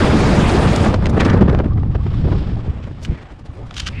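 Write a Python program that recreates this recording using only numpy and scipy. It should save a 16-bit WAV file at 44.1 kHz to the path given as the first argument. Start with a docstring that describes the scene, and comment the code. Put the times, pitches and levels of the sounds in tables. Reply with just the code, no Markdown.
"""Loud wind buffets the microphone as a jumper falls: low eddies under a churning rush of air.
A parachute streams out, cracks and flaps as it fills, and its hollows ring. The braked rush dulls
and dies down to a soft hiss of air past the lines and fluttering cloth. In the glide the webbing
rustles and the steering handles rip off their hook-and-loop tape in bursts of tiny clicks."""
import sys
import numpy as np
from scipy import signal
from scipy.fft import rfft, irfft, next_fast_len
from scipy.io import wavfile
from scipy.ndimage import uniform_filter1d

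SR = 44100
rng = np.random.default_rng(int(sys.argv[2]) if len(sys.argv) > 2 else 0)


def dump_mix(stems):
    """Bounce the given channels to the path in sys.argv[1] as a 16-bit WAV at rate SR."""
    frames = np.atleast_2d(stems).T  # one column per channel
    limited = np.clip(frames, -1, 1)  # hard clip at full scale
    pcm = np.round(limited * 32767).astype(np.int16)
    wavfile.write(sys.argv[1], SR, pcm)


N = 176400
TIME = np.arange(N) / SR

# air past canopy and lines: t/s, canopy level/dB, line level/dB
HISS_LEVELS = [(1.1, -47, -53), (1.87, -49.5, -63), (2.1, -38.5, -52), (2.37, -41, -47.5),
               (2.75, -42.5, -64), (2.96, -48.5, -61.5), (3.15, -39.5, -57), (3.47, -54.5, -77),
               (3.68, -46, -61), (4, -44.5, -53)]
# tape rips, webbing scuffs: crest t/s, length/s, level/dB, tilt/(dB/oct)
TAPE_RIPS = [(.762, 0.0027, -21, 6), (1.098, 0.011, -39.5, 10), (2.838, 0.019, -45, -5),
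             (3.037, 0.026, -42.5, 8), (3.051, 0.007, -30, -2.5), (3.71, 0.003, -31.5, -6),
             (3.744, 0.0051, -37, 1), (3.768, 0.0025, -24.5, -2.5), (3.782, 0.0033, -27, 0),
             (3.787, 0.035, -32, 1.5), (3.801, 0.0053, -20.5, -0.5), (3.838, 0.033, -41, -1),
             (3.87, 0.01, -23, -1.5), (3.877, .002, -24, 1), (3.884, 0.0073, -26.5, -3)]
# air and webbing past edges: crest t/s, length/s, level/dB, f/Hz, sweep/(oct/s), half-width/f
EDGE_SWISHES = [(0.249, 0.66, -19.5, 195.5, -0.82, .16), (1.21, 0.022, -27, 2350, -16, 0.14),
                (1.309, 0.12, -29.5, 1552, -4.5, 0.25), (3.167, 0.19, -51, 2020, -2, .14),
                (3.603, 0.046, -37, 483, 15.5, 0.48), (3.982, 0.085, -38, 2300, 0.5, 0.18)]
# flutter of the filling canopy: t/s, level/dB
FILLING_LEVELS = [(1.72, -42.5), (1.87, -46), (2.1, -46), (2.9, -55.5)]
# cloth flaps and gusts: crest t/s, length/s, level/dB, tilt/(dB/oct)
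CLOTH_FLAPS = [(.865, 0.0094, -14.5, 2), (.943, 0.0056, -13.5, 4), (1.058, 0.0027, -17.5, 6.5),
               (1.067, 0.004, -24.5, 8), (1.175, 0.0054, -11, -2), (1.206, 0.008, -14.5, 6.5),
               (1.222, 0.017, -17, 1.5), (1.251, 0.0084, -22.5, 8), (1.301, 0.0067, -21, 6.5),
               (1.346, 0.0033, -7.5, -4), (1.413, 0.0093, -21.5, 3), (1.482, 0.007, -13, -2),
               (1.497, 0.0055, -16.5, 1.5), (1.548, 0.0023, -11, 1), (1.59, 0.003, -20.5, 2.5),
               (1.602, 0.0079, -14.5, -2.5), (1.646, 0.0035, -28.5, 1.5), (1.778, 0.0082, -27, -0.5),
               (1.833, 0.0041, -23, -3), (1.954, 0.01, -22.5, 0.5), (2.066, 0.0031, -18.5, -3),
               (2.278, 0.019, -23.5, -2.5), (2.326, 0.013, -19.5, -1), (2.675, 0.0073, -20, -10.5),
               (3.105, 0.046, -27.5, -9.5)]
# rush of the fall: t/s, level/dB, tilt/(dB/oct)
RUSH_LEVELS = [(0, -14, -0.5), (.85, -17, -0.5), (.98, -20.5, -4), (1.12, -19, -5.5), (1.27, -16.5, -3.5),
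               (1.41, -16.5, -8), (1.49, -20, -6.5), (1.56, -23, -7), (1.87, -37, -8.5), (2.12, -38, -10),
               (2.3, -27.5, -5.5), (2.55, -36, -6), (3.2, -49.5, -1), (4, -46.5, 0.5)]
# eddies on the microphone: t/s, level/dB
BUFFET_LEVELS = [(0, -16.5), (.6, -15), (1.0, -17), (1.2, -14.5), (1.68, -15.5), (2.1, -18.5),
                 (2.25, -14.5), (2.6, -20.5), (2.95, -29.5), (3.23, -39), (3.45, -38.5), (3.63, -32.5),
                 (3.73, -38.5), (3.81, -30.5), (4, -28)]
# single heavy eddies: crest t/s, length/s, level/dB
HEAVY_EDDIES = [(3.105, 0.035, -16.5), (3.498, 0.01, -31)]

# source spectra: f/Hz, relative density/dB
CANOPY_SPECTRUM = [(150, 6.5), (400, 3.5), (1000, -2), (1800, -6), (3300, -12), (4300, -23.5),
                   (8000, -29.5), (11500, -62.5)]
LINE_SPECTRUM = [(1000, -14), (3200, 12.5), (5400, 5.5), (6200, -11.5), (8200, -15), (9500, -37)]
RIP_SPECTRUM = [(300, -21), (800, -16), (1300, 3), (2200, 1), (3000, 5.5), (4200, 0.5), (6000, -1.5),
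                (8000, -12), (15000, -30.5)]
FLAP_SPECTRUM = [(80, -22), (170, 11), (350, 13.5), (700, 1), (1500, -8.5), (3000, -16.5), (6000, -32.5),
                 (15000, -72)]
RUSH_SPECTRUM = [(70, -15), (125, -2.5), (190, 1), (300, -3), (500, -7), (1400, -16), (2000, -20),
                 (4000, -26.5), (6500, -34.5), (9500, -37.5), (13000, -52.5)]
BUFFET_SPECTRUM = [(20, -1), (35, -4), (60, 0.5), (88, 0.5), (130, -3), (200, -13.5), (300, -19.5),
                   (1000, -83)]
# resonances of stiff tape and cloth hollows: f/Hz, width/Hz, gain/dB
TAPE_MODES = [(3110, 130, 4)]
HOLLOW_MODES = [(754, 150, 1), (1143, 200, 4), (1780, 200, -1)]

OPENING_S, FLUTTER_HZ, FLICKER_DB = 0.92, 36.7, 1.86
CREASES_PER_S, HOOKS_PER_S, LINE_TICKS_PER_S = 3500, 2000, 260


def from_db(db):
    return 10 ** (np.asarray(db) / 20)


def unit_rms(x):
    return x / np.sqrt(np.mean(x ** 2) + 1e-20)


def curves(rows):
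    """Each column after t/s, interpolated per sample."""
    t_s, *columns = np.transpose(rows)
    return [np.interp(TIME, t_s, column) for column in columns]


def spectrum_db(spectrum, hz):
    """Spectrum interpolated over log frequency."""
    points_hz, points_db = np.transpose(spectrum)
    return np.interp(np.log(hz), np.log(points_hz), points_db)


def drift(rate_hz):
    """Low-passed random wander, rms 1."""
    hop, settle = 20, 2000
    pole = np.exp(-2 * np.pi * rate_hz * hop / SR)
    white = rng.standard_normal(N // hop + settle + 2)
    slow = signal.lfilter([1], [1, -2 * pole, pole * pole], white)[settle:]
    return np.interp(np.arange(N) / hop, np.arange(len(slow)), unit_rms(slow))


def coloured(x, spectrum, tilt_db_oct=0):
    """Unit-power minimum-phase filter: tilted spectrum, rolled off below 20 Hz."""
    size = 2 * next_fast_len(len(x) // 2 + 4096)
    hz = np.maximum(np.arange(size // 2 + 1) * SR / size, 1)
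    gain_db = spectrum_db(spectrum, hz) + tilt_db_oct * np.log2(np.maximum(hz, spectrum[0][0]))
    gain = unit_rms(from_db(gain_db) * hz / np.hypot(hz, 20))
    cepstrum = irfft(np.log(gain))
    cepstrum[1:size // 2] *= 2
    cepstrum[size // 2 + 1:] = 0
    return irfft(rfft(x, size) * np.exp(rfft(cepstrum)))[:len(x)]


def banded_noise(density_db):
    """Half-octave noise bands following density_db(hz), each flickering; power about 1."""
    edges_hz = 57 * 2 ** np.arange(0, 8.1, .5)
    white = rng.standard_normal((2, N))
    out, power = 0, 0
    for k, (low_hz, high_hz) in enumerate(zip(edges_hz, edges_hz[1:])):
        bandpass = signal.butter(3, [low_hz, high_hz], "band", fs=SR, output="sos")
        band = unit_rms(signal.sosfilt(bandpass, white[k % 2]))
        gain = from_db(density_db(np.sqrt(low_hz * high_hz))) * np.sqrt(high_hz - low_hz)
        out += gain * band * from_db(FLICKER_DB * drift(rate_hz=19))
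        power += gain ** 2
    return out / np.sqrt(power)


def clicks(per_s, size, spread_db=3.5):
    """Random impulses of uneven strength, rms 1."""
    chance, strength, sign = rng.random((3, size))
    level_db = spread_db * np.minimum(-np.log(1 - strength), 4)
    return unit_rms((chance < per_s / SR) * from_db(level_db) * np.sign(sign - .5))


def swell(t_s, length_s, rise=0.46, fall=0.61):
    """Skewed Gaussian envelope, crest at t_s = 0."""
    sigma_s = length_s * np.where(t_s < 0, rise, fall)
    return np.exp(-(t_s / sigma_s) ** 2 / 2)


def resonate(x, hz, width_hz):
    """Two-pole resonator, peak gain 1."""
    radius = np.exp(-np.pi * width_hz / SR)
    feedback = [1, -2 * radius * np.cos(2 * np.pi * hz / SR), radius ** 2]
    return signal.lfilter(np.array([1, 0, -1]) * (1 - radius ** 2) / 2, feedback, x)


def bursts(rows, spectrum, clicks_per_s, modes, tension_oct=0.21):
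    """Swells of clicks ringing a material; tension shifts its modes at random per event."""
    out, half = np.zeros(N + SR), SR // 8
    t_s = np.arange(-half, half) / SR
    for crest_s, length_s, level_db, tilt_db_oct in rows:
        envelope = swell(t_s, length_s)
        detune = 2 ** (tension_oct * rng.standard_normal())
        crackle = coloured(clicks(clicks_per_s, len(t_s)) * envelope, spectrum, tilt_db_oct)
        ring = sum(from_db(db) * resonate(crackle, hz * detune, width_hz) for hz, width_hz, db in modes)
        gain = from_db(level_db) * np.sqrt(np.mean(envelope ** 2))
        start = int(crest_s * SR)
        out[start:start + len(t_s)] += gain * unit_rms(crackle + ring)
    return out[half:half + N]


def glide_hiss():
    """Fine crinkle of canopy cloth; brighter, ticking hiss of air past the lines."""
    canopy_db, lines_db = curves(HISS_LEVELS)
    creases = clicks(CREASES_PER_S, N)
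    canopy = unit_rms(coloured(creases + rng.standard_normal(N), CANOPY_SPECTRUM))
    ticks = clicks(LINE_TICKS_PER_S, N, spread_db=5.5)
    lines = unit_rms(coloured(ticks / 2 + rng.standard_normal(N), LINE_SPECTRUM))
    hiss = from_db(canopy_db) * canopy + from_db(lines_db) * lines
    return hiss * from_db(FLICKER_DB * drift(FLUTTER_HZ))


def harness_rips():
    """Hooks tear loose and webbing scuffs; the stiff tape rings."""
    return bursts(TAPE_RIPS, RIP_SPECTRUM, HOOKS_PER_S, TAPE_MODES)


def edge_swishes(flicker_db=1.5, flicker_hz=55.7):
    """Eddies shed at edges: noise bands whose pitch sweeps with the speed."""
    out = 0
    for crest_s, length_s, level_db, hz, sweep_oct_s, half_width in EDGE_SWISHES:
        pitch_hz = hz * 2 ** np.clip(sweep_oct_s * (TIME - crest_s), -1, 1)
        phase = 2 * np.pi * np.cumsum(pitch_hz) / SR
        lowpass = signal.butter(2, half_width * hz, fs=SR, output="sos")
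        in_phase, quadrature = signal.sosfilt(lowpass, rng.standard_normal((2, N)))
        band = unit_rms(in_phase * np.cos(phase) + quadrature * np.sin(phase))
        out += from_db(level_db) * swell(TIME - crest_s, length_s) * band
    return out * from_db(flicker_db * drift(flicker_hz))


def canopy_opening(tilt_db_oct=-9, flicker_db=8, flicker_hz=21.9):
    """Cloth cracks as it fills; air flutters in each hollow independently."""
    level_db, = curves(FILLING_LEVELS)
    flutter = 0
    for hz, width_hz, mode_db in HOLLOW_MODES:
        gain_db = mode_db + tilt_db_oct * np.log2(hz) + flicker_db * drift(flicker_hz)
        band = resonate(rng.standard_normal(N), hz, width_hz)
        flutter += from_db(gain_db) * resonate(band, hz, width_hz)
    cracks = bursts(CLOTH_FLAPS, FLAP_SPECTRUM, CREASES_PER_S, HOLLOW_MODES)
    return from_db(level_db) * unit_rms(flutter) + cracks


def fall_rush(churn_db=0.5, churn_hz=74.5, flutter_db=4, knee_hz=430):
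    """Churning air; dulls as the fall is braked, shaken by the cloth once it is out."""
    level_db, tilt_db_oct = curves(RUSH_LEVELS)
    eddy_db = churn_db * drift(churn_hz)
    shake_db = flutter_db * drift(FLUTTER_HZ) * (TIME > OPENING_S)
    air = banded_noise(lambda hz: spectrum_db(RUSH_SPECTRUM, hz) + tilt_db_oct * np.log2(1 + hz / knee_hz))
    return from_db(level_db + eddy_db + shake_db) * air


def wind_buffet(gust_db=2, gust_hz=9.3):
    """Low eddy pressure on the microphone, a few heavy thumps; gusty under the swinging canopy."""
    level_db, = curves(BUFFET_LEVELS)
    eddies = coloured(rng.standard_normal(N + SR), BUFFET_SPECTRUM)[SR:]
    eddies /= np.sqrt(uniform_filter1d(eddies ** 2, size=4400))  # levelled over 0.1 s
    level_db += gust_db * drift(gust_hz) * (TIME > OPENING_S)
    thumps = sum(from_db(db) * swell(TIME - crest_s, length_s) for crest_s, length_s, db in HEAVY_EDDIES)
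    return eddies * (from_db(level_db) + thumps)


def scene():
    """Wind, canopy and harness, mono."""
    air = wind_buffet() + fall_rush() + glide_hiss() + edge_swishes()
    return (air + canopy_opening() + harness_rips())[None]


def record(dry):
    """Microphone: soft clip, weak top octave, steep low-pass."""
    shelf_hz, shelf_db, cutoff_hz = 9130, -9, 16000
    rounded = 1.141 * np.tanh(dry / 1.056)
    low = signal.sosfilt(signal.butter(10, shelf_hz, "low", fs=SR, output="sos"), rounded)
    high = signal.sosfilt(signal.butter(10, shelf_hz, "high", fs=SR, output="sos"), rounded)
    shelved = low - from_db(shelf_db) * high  # the halves are in antiphase
    return signal.sosfilt(signal.cheby2(12, 70, cutoff_hz, fs=SR, output="sos"), shelved)


dry = scene()
out = record(dry)
dump_mix(out)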